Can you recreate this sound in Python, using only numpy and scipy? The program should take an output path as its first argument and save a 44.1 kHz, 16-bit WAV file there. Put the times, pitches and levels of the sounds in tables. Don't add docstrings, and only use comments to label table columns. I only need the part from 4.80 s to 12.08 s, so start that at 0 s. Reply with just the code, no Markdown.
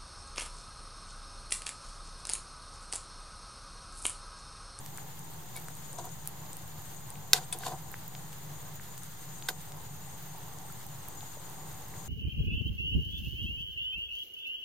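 import sys
import numpy as np
from scipy import signal
from scipy.fft import rfft, irfft
from scipy.io import wavfile
from scipy.ndimage import uniform_filter1d

SR = 44100
rng = np.random.default_rng(int(sys.argv[2]) if len(sys.argv) > 2 else 0)


def pcm_store(signal):
    levels = np.round(np.clip(np.atleast_2d(signal), -1, 1) * 32767)
    wavfile.write(sys.argv[1], SR, levels.astype(np.int16).T)


def makeup_ratio(level_db):
    decades = np.asarray(level_db, float) / 20
    return 10 ** decades


N = 321048

# f/Hz, left level/dB per Hz, right level/dB per Hz, likeness/0-1
FLAME_SPECTRUM = [(25, -87, -87, 0.7), (58.7, -78.5, -75.5, 0.4), (103, -72, -74, 0.82),
                  (148, -66, -66, 0.95), (240, -84.5, -87.5, 0.45), (308, -83.5, -83, 0.47),
                  (673, -87.5, -89, 0.6), (752, -80.5, -79.5, 0.38), (934, -83.5, -81.5, 0.52),
                  (1245, -88, -87, 0.26), (2070, -91, -91.5, 0.52), (2400, -95, -95.5, 0),
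                  (2680, -93.5, -93, 0.1), (3600, -91, -92.5, 0), (5900, -97, -97, 0.19),
                  (7050, -92.5, -93.5, 0.24), (9400, -93, -98, 0), (12700, -99, -93, 0),
                  (12800, -101, -105, 0.4), (14000, -87, -80, 0.27), (14400, -102, -94, 0.3),
                  (15800, -99, -99, 0.2), (16000, -125, -125, 0.1)]
# t/s, level change/dB
HUM_WAVER = [(0, -0.5), (2.5, 0.5), (4.501, -1), (5, 0), (7.3, 1)]
# f/Hz, width at half amplitude/Hz, left and right relative level/dB per Hz,
# phase by which the left leads/rad
JET_BANDS = [(6360, 67, -72, -85, 6.5), (6400, 40, -77, -79, 1.5), (6828, 51, -76.5, -73.5, 1.5),
             (6942, 54, -67, -96, 3.5), (8210, 58, -71, -102, -2), (8240, 31, -71.5, -106, -2.5)]
# t/s, level/dB, centre f/Hz, spread/octaves
CLEAR_POPS = [(0.0625, -24, 8000, 1.2), (.1753, -25, 9100, 0.6), (0.183, -32.5, 1590, 0.67),
              (0.393, -29, 10300, 0.38), (0.7652, -22, 10500, 0.31), (0.774, -33, 9500, .2),
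              (.7805, -32, 12500, 0.28), (.7999, -32, 12400, 0.42), (0.885, -27, 8650, 0.7),
              (.8849, -32, 1410, 0.8), (.9524, -31, 9300, .35), (1.131, -27.5, 8400, 0.39),
              (1.2551, -28, 13000, .25), (1.292, -35, 6200, .4), (1.4585, -29, 9700, 0.74),
              (1.475, -14, 11000, 0.51), (1.4805, -39, 11500, .25), (1.4845, -30, 10500, .3),
              (1.7313, -25.5, 8450, .35), (1.769, -23, 10800, 0.48), (1.8787, -33, 12400, .3),
              (2.1481, -30, 11100, 0.44), (2.3042, -26, 9100, 0.31), (2.3564, -37, 2400, 0.7),
              (2.7882, -23, 10700, 0.32), (2.8842, -30, 7900, 0.18), (3.1169, -29, 13100, 0.29),
              (3.1418, -28, 1680, 0.65), (3.2798, -26, 13700, .2), (3.3516, -26.5, 3420, 1.2),
              (3.5304, -25.5, 9200, 1.2), (3.9976, -37, 1690, 0.46), (4.1789, -26, 8600, 1.1),
              (4.2351, -28.5, 9400, 0.38), (4.491, -39, 5000, 0.57), (4.6247, -30.5, 3600, 0.65),
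              (4.7015, -33, 13200, 0.12), (4.9215, -27.5, 6500, 1.5), (5.787, -31, 7100, .45),
              (5.9, -43.5, 1340, 0.2), (5.925, -30, 11700, .3), (6.0665, -28, 11800, .4),
              (6.2854, -25, 12800, 0.26), (6.4084, -35, 3870, 0.36), (6.43, -40.5, 800, 0.22),
              (6.57, -44, 590, 0.21), (6.699, -31, 11000, 0.28), (6.8965, -33, 12200, .4),
              (7.0842, -34, 12800, 0.28), (7.14, -41.5, 2000, 0.26)]
# t/s, level/dB, brightest f/Hz, fall from there/dB per octave, contact time/s
WALL_BLOWS = [(1.186, -25, 780, 35, 0.005), (1.2435, -33, 800, 35, .004), (2.541, -22, 520, 10, .008),
              (2.582, -28, 750, 14, .004), (2.9205, -30, 700, 20, .006), (5.548, -36, 900, 30, .004),
              (2.5324, 8, 5600, 3.5, .0008), (2.835, -27, 1600, 20, 0.0012),
              (4.6868, -11, 2100, 6.5, 0.0017)]
# f/Hz, level/dB, t60 before contact damping/s
WALL_MODES = [(450, -18, .07), (760, -15, .06), (950, -15, .05), (1560, -4, .04), (1980, -7, .03),
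              (2750, -10, .02), (3720, 0, .03), (4150, -5, .025), (4550, -4, .025), (4860, -5, .04),
              (5750, -6, .03), (6350, -7, .02), (6800, -5, .02), (7400, -8, .025), (9400, -9, .025),
              (10300, -9, .02), (12400, -6, .02), (13880, -9, .035)]
# t/s, level/dB, brightest f/Hz, fall from there/dB per octave, contact time/s
SPOON_BLOWS = [(.758, -38, 2100, 120, 0.01), (.770, -36, 2100, 120, .01), (1.184, -29, 6000, 50, .006),
               (1.24, -35, 6000, 30, .008), (2.7252, -14, 6000, 0, 0.0025), (4.6866, -25, 13880, 70, .004)]
# f/Hz, level/dB, t60 before contact damping/s
SPOON_MODES = [(2250, -12, .04), (2550, -6, .05), (3480, -2, .09), (5600, -22, .04), (6200, -18, .05),
               (7100, -12, .1), (7960, -8, .09), (8550, -3, .09), (9500, -3, .1), (9850, -1, .07),
               (10100, 0, .11), (10850, -6, .05), (13880, -24, .06)]
# start t/s, press-in/s, hold/s, hollow level/dB, grit level over hollow/dB
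WALL_DRAGS = [(0.743, 0.012, 0.023, -56.5, 5), (1.175, 0.0064, 0.019, -43.5, -6),
              (1.238, 0.005, 0.018, -47.5, -8.5), (2.532, .004, 0.042, -41, 5.5),
              (2.599, .01, 0.032, -60, 6), (2.725, 0.0033, 0.0043, -45, 7.5), (2.796, 0.059, 0.024, -42, 0),
              (2.86, 0.0092, 0.054, -42.5, -9), (4.685, 0.0011, 0.0039, -39, 6)]
# f/Hz, nominal width/Hz, relative level/dB
HOLLOW_MODES = [(150, 28, 5.5), (345.5, 30, 1), (464, 125, -3.5), (774, 146, 4.5), (918, 230, -1.5),
                (1430, 75, -13)]
# f/Hz, relative level/dB per Hz
GRIT_SPECTRUM = [(880, -13), (1500, 3), (2140, -4), (3000, -0.5), (3600, 3), (4700, 2), (5600, -4.5),
                 (7170, 1), (11700, -9), (13900, -9), (16000, -60)]
# f/Hz, left minus right level at full share/dB, phase by which left leads (spoon and wall only)/rad
PORT_BALANCE = [(1000, 0.5, 0.34), (2980, -1.5, 0.71), (5000, 1, 0.55), (6900, 2, 0.43), (8600, 13, 2.8),
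                (11000, 4, 0.41), (14100, -20, 7.6)]

HZ = np.maximum(np.fft.rfftfreq(N, 1 / SR), 1)
SIDES = np.array([[1], [-1]])
TOP_HZ = 16000


def unit(x):
    return x / np.sqrt(np.mean(x ** 2))


def white(*shape):
    return rfft(rng.standard_normal((*shape, N))) * np.sqrt(SR / 2)


def along(table, column):
    table = np.array(table)
    return np.interp(np.log(HZ), np.log(table[:, 0]), table[:, column])


def walk(rate_hz):
    hold = int(SR / rate_hz)
    steps = np.repeat(rng.standard_normal(N // hold + 1), hold)
    return 1.33 * uniform_filter1d(uniform_filter1d(steps, hold), hold)[:N]


def add(out, s, sound, pan_db):
    i = int(s * SR)
    sound = sound[:N - i]
    out[:, i:i + len(sound)] += sound * makeup_ratio(SIDES * pan_db / 2)


def kitchen(x):
    level_db, t60_s = -16, 0.06
    t = np.arange(SR // 4) / SR
    tail = rng.standard_normal((2, len(t))) * makeup_ratio(-60 * t / t60_s) * (t > 0.002)
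    tail = tail / np.sqrt(np.sum(tail[0] ** 2))
    return x + makeup_ratio(level_db) * signal.fftconvolve(x, tail, axes=1)[:, :N]


def ports(x, lean):
    balance = makeup_ratio(SIDES * lean * along(PORT_BALANCE, 1) / 2)
    phase = np.exp(0.5j * SIDES * along(PORT_BALANCE, 2))
    return irfft(rfft(x) * balance * phase, N)


def flame():
    alike = np.clip(along(FLAME_SPECTRUM, 3), 0, 1)
    shared, own = white(), white(2)
    levels = makeup_ratio([along(FLAME_SPECTRUM, 1), along(FLAME_SPECTRUM, 2)])
    noise = (np.sqrt(alike) * shared + np.sqrt(1 - alike) * own) * levels
    s, waver_db = np.transpose(HUM_WAVER)
    hum_db = np.interp(np.arange(N) / SR, s, waver_db)
    roar = irfft(noise * (HZ < 250), N) * makeup_ratio(0.75 * walk(11))
    hum = irfft(noise * ((HZ >= 250) & (HZ < 1200)), N) * makeup_ratio(hum_db + walk(16))
    hiss = irfft(noise * (HZ >= 1200), N) * makeup_ratio(walk(40))
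    return roar + hum + hiss


def jets():
    out = 0
    for hz, width, left_db, right_db, lead in JET_BANDS:
        peak = 1 / (1 + ((HZ - hz) / (width / 2)) ** 2)
        noise = 0.42 * white() * np.exp(0.5j * lead * SIDES) + 0.32 * white(2)
        out = out + noise * peak * makeup_ratio([[left_db], [right_db]])
    return irfft(out, N) * makeup_ratio(1.6 * walk(7.5))


def pop(hz, octaves):
    t = np.arange(SR // 100) / SR
    tau = 0.28 / (hz * np.clip(octaves, 0.08, 1.5))
    shape = np.sin(2 * np.pi * hz * t) * t * np.exp(-t / tau)
    return shape / np.abs(shape).max()


def bubbles():
    small_pops_per_s, smallest_db = 65, -46.5
    out = np.zeros((2, N))
    for s, db, hz, octaves in CLEAR_POPS:
        add(out, s - 0.0002, makeup_ratio(db) * pop(hz, octaves), 0)
    for when, size, pitch, side in rng.random((int(small_pops_per_s * N / SR), 4)):
        hz = 14000 * 2 ** (-3.5 * pitch ** 4)
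        level = makeup_ratio(smallest_db - 3.1 * np.log(1 - 0.98 * size)) * hz / 14000
        add(out, when * N / SR, level * pop(hz, 0.18), 8 * (side - 0.5))
    balance = makeup_ratio(SIDES * 0.79 * along(PORT_BALANCE, 1) / 2)
    delay = np.exp(-1j * np.pi * HZ * SIDES * 1.05 / SR)
    return irfft(rfft(out) * balance * delay, N)


def drag(t, press_s, hold_s, fade_db_per_s):
    touch_db = -13.5
    press_db = touch_db * (1 - np.clip(t / press_s, 0, 1))
    lift_db = -fade_db_per_s * (t - press_s - hold_s)
    return (t > 0) * makeup_ratio(np.clip(np.minimum(press_db, lift_db), -99, 0))


def scrapes():
    t = np.arange(N) / SR
    body, grit = np.zeros(N), np.zeros(N)
    for s, press_s, hold_s, hollow_db, grit_db in WALL_DRAGS:
        lag_s = 0.091 * (press_s + hold_s)
        body += makeup_ratio(hollow_db) * drag(t - s, press_s + lag_s, hold_s - lag_s, 337)
        grit += makeup_ratio(hollow_db + grit_db) * drag(t - s, press_s, hold_s, 900)
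    slips = rng.standard_normal(N) * makeup_ratio(3.5 * walk(250))
    response = sum(makeup_ratio(db) / (1 + 1j * (HZ ** 2 - hz ** 2) / (HZ * 0.99 * width)) ** 2
                   for hz, width, db in HOLLOW_MODES)
    hollow = unit(irfft(rfft(slips * body) * response, N)) * np.sqrt(np.mean(body ** 2))
    fine = rfft(slips + 1.1 * rng.standard_normal((2, N))) * makeup_ratio(along(GRIT_SPECTRUM, 1))
    return hollow + grit * unit(irfft(fine, N))


def blows(table, modes, crack_db):
    out, t = np.zeros((2, N)), np.arange(SR // 8) / SR
    for s, db, bright_hz, fall_db, contact_s in table:
        rattle = rng.standard_normal(len(t)) * np.exp(-t / contact_s)
        push = 0.22 * rattle / np.sqrt(np.sum(rattle ** 2)) + (t == 0)
        ring = 0
        for hz, mode_db, t60 in modes:
            level = makeup_ratio(mode_db - fall_db * abs(np.log2(hz / bright_hz)))
            ring = ring + level * np.sin(2 * np.pi * hz * t) * makeup_ratio(-60 * t / t60)
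        ring = ring * (0.22 + 0.78 * np.exp(-t / (3 * contact_s)))
        body = signal.fftconvolve(push, ring)[:len(t)] / np.abs(ring).max()
        band = signal.butter(2, [bright_hz / 2, min(bright_hz * 2, TOP_HZ)], "band", fs=SR, output="sos")
        crack = signal.sosfilt(band, rattle)
        crack_level = makeup_ratio(crack_db) * (0.001 / contact_s) ** 2
        sound = body + crack_level * crack / np.abs(crack).max()
        sound = sound * (1 - np.exp(-t / (0.2 * contact_s)))
        thin = signal.butter(2, bright_hz / 6, "high", fs=SR, output="sos")
        add(out, s, makeup_ratio(db) * signal.sosfilt(thin, sound), 0)
    return out


def scene():
    wall = ports(blows(WALL_BLOWS, WALL_MODES, -7), 0.42)
    spoon = ports(blows(SPOON_BLOWS, SPOON_MODES, -6) + scrapes(), 1)
    return flame() + jets() + kitchen(wall + spoon + bubbles())


def top_cut(x):
    return signal.sosfilt(signal.butter(12, 16820, fs=SR, output="sos"), x)


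def record(dry):
    soft = dry / (1 + (dry / 0.93) ** 4) ** 0.25
    low_pass = signal.ellip(8, 0.2, 70, TOP_HZ, fs=SR, output="sos")
    mix = signal.sosfilt(low_pass, soft) - 0.0045
    return top_cut(mix)


dry = scene()
out = record(dry)
pcm_store(out)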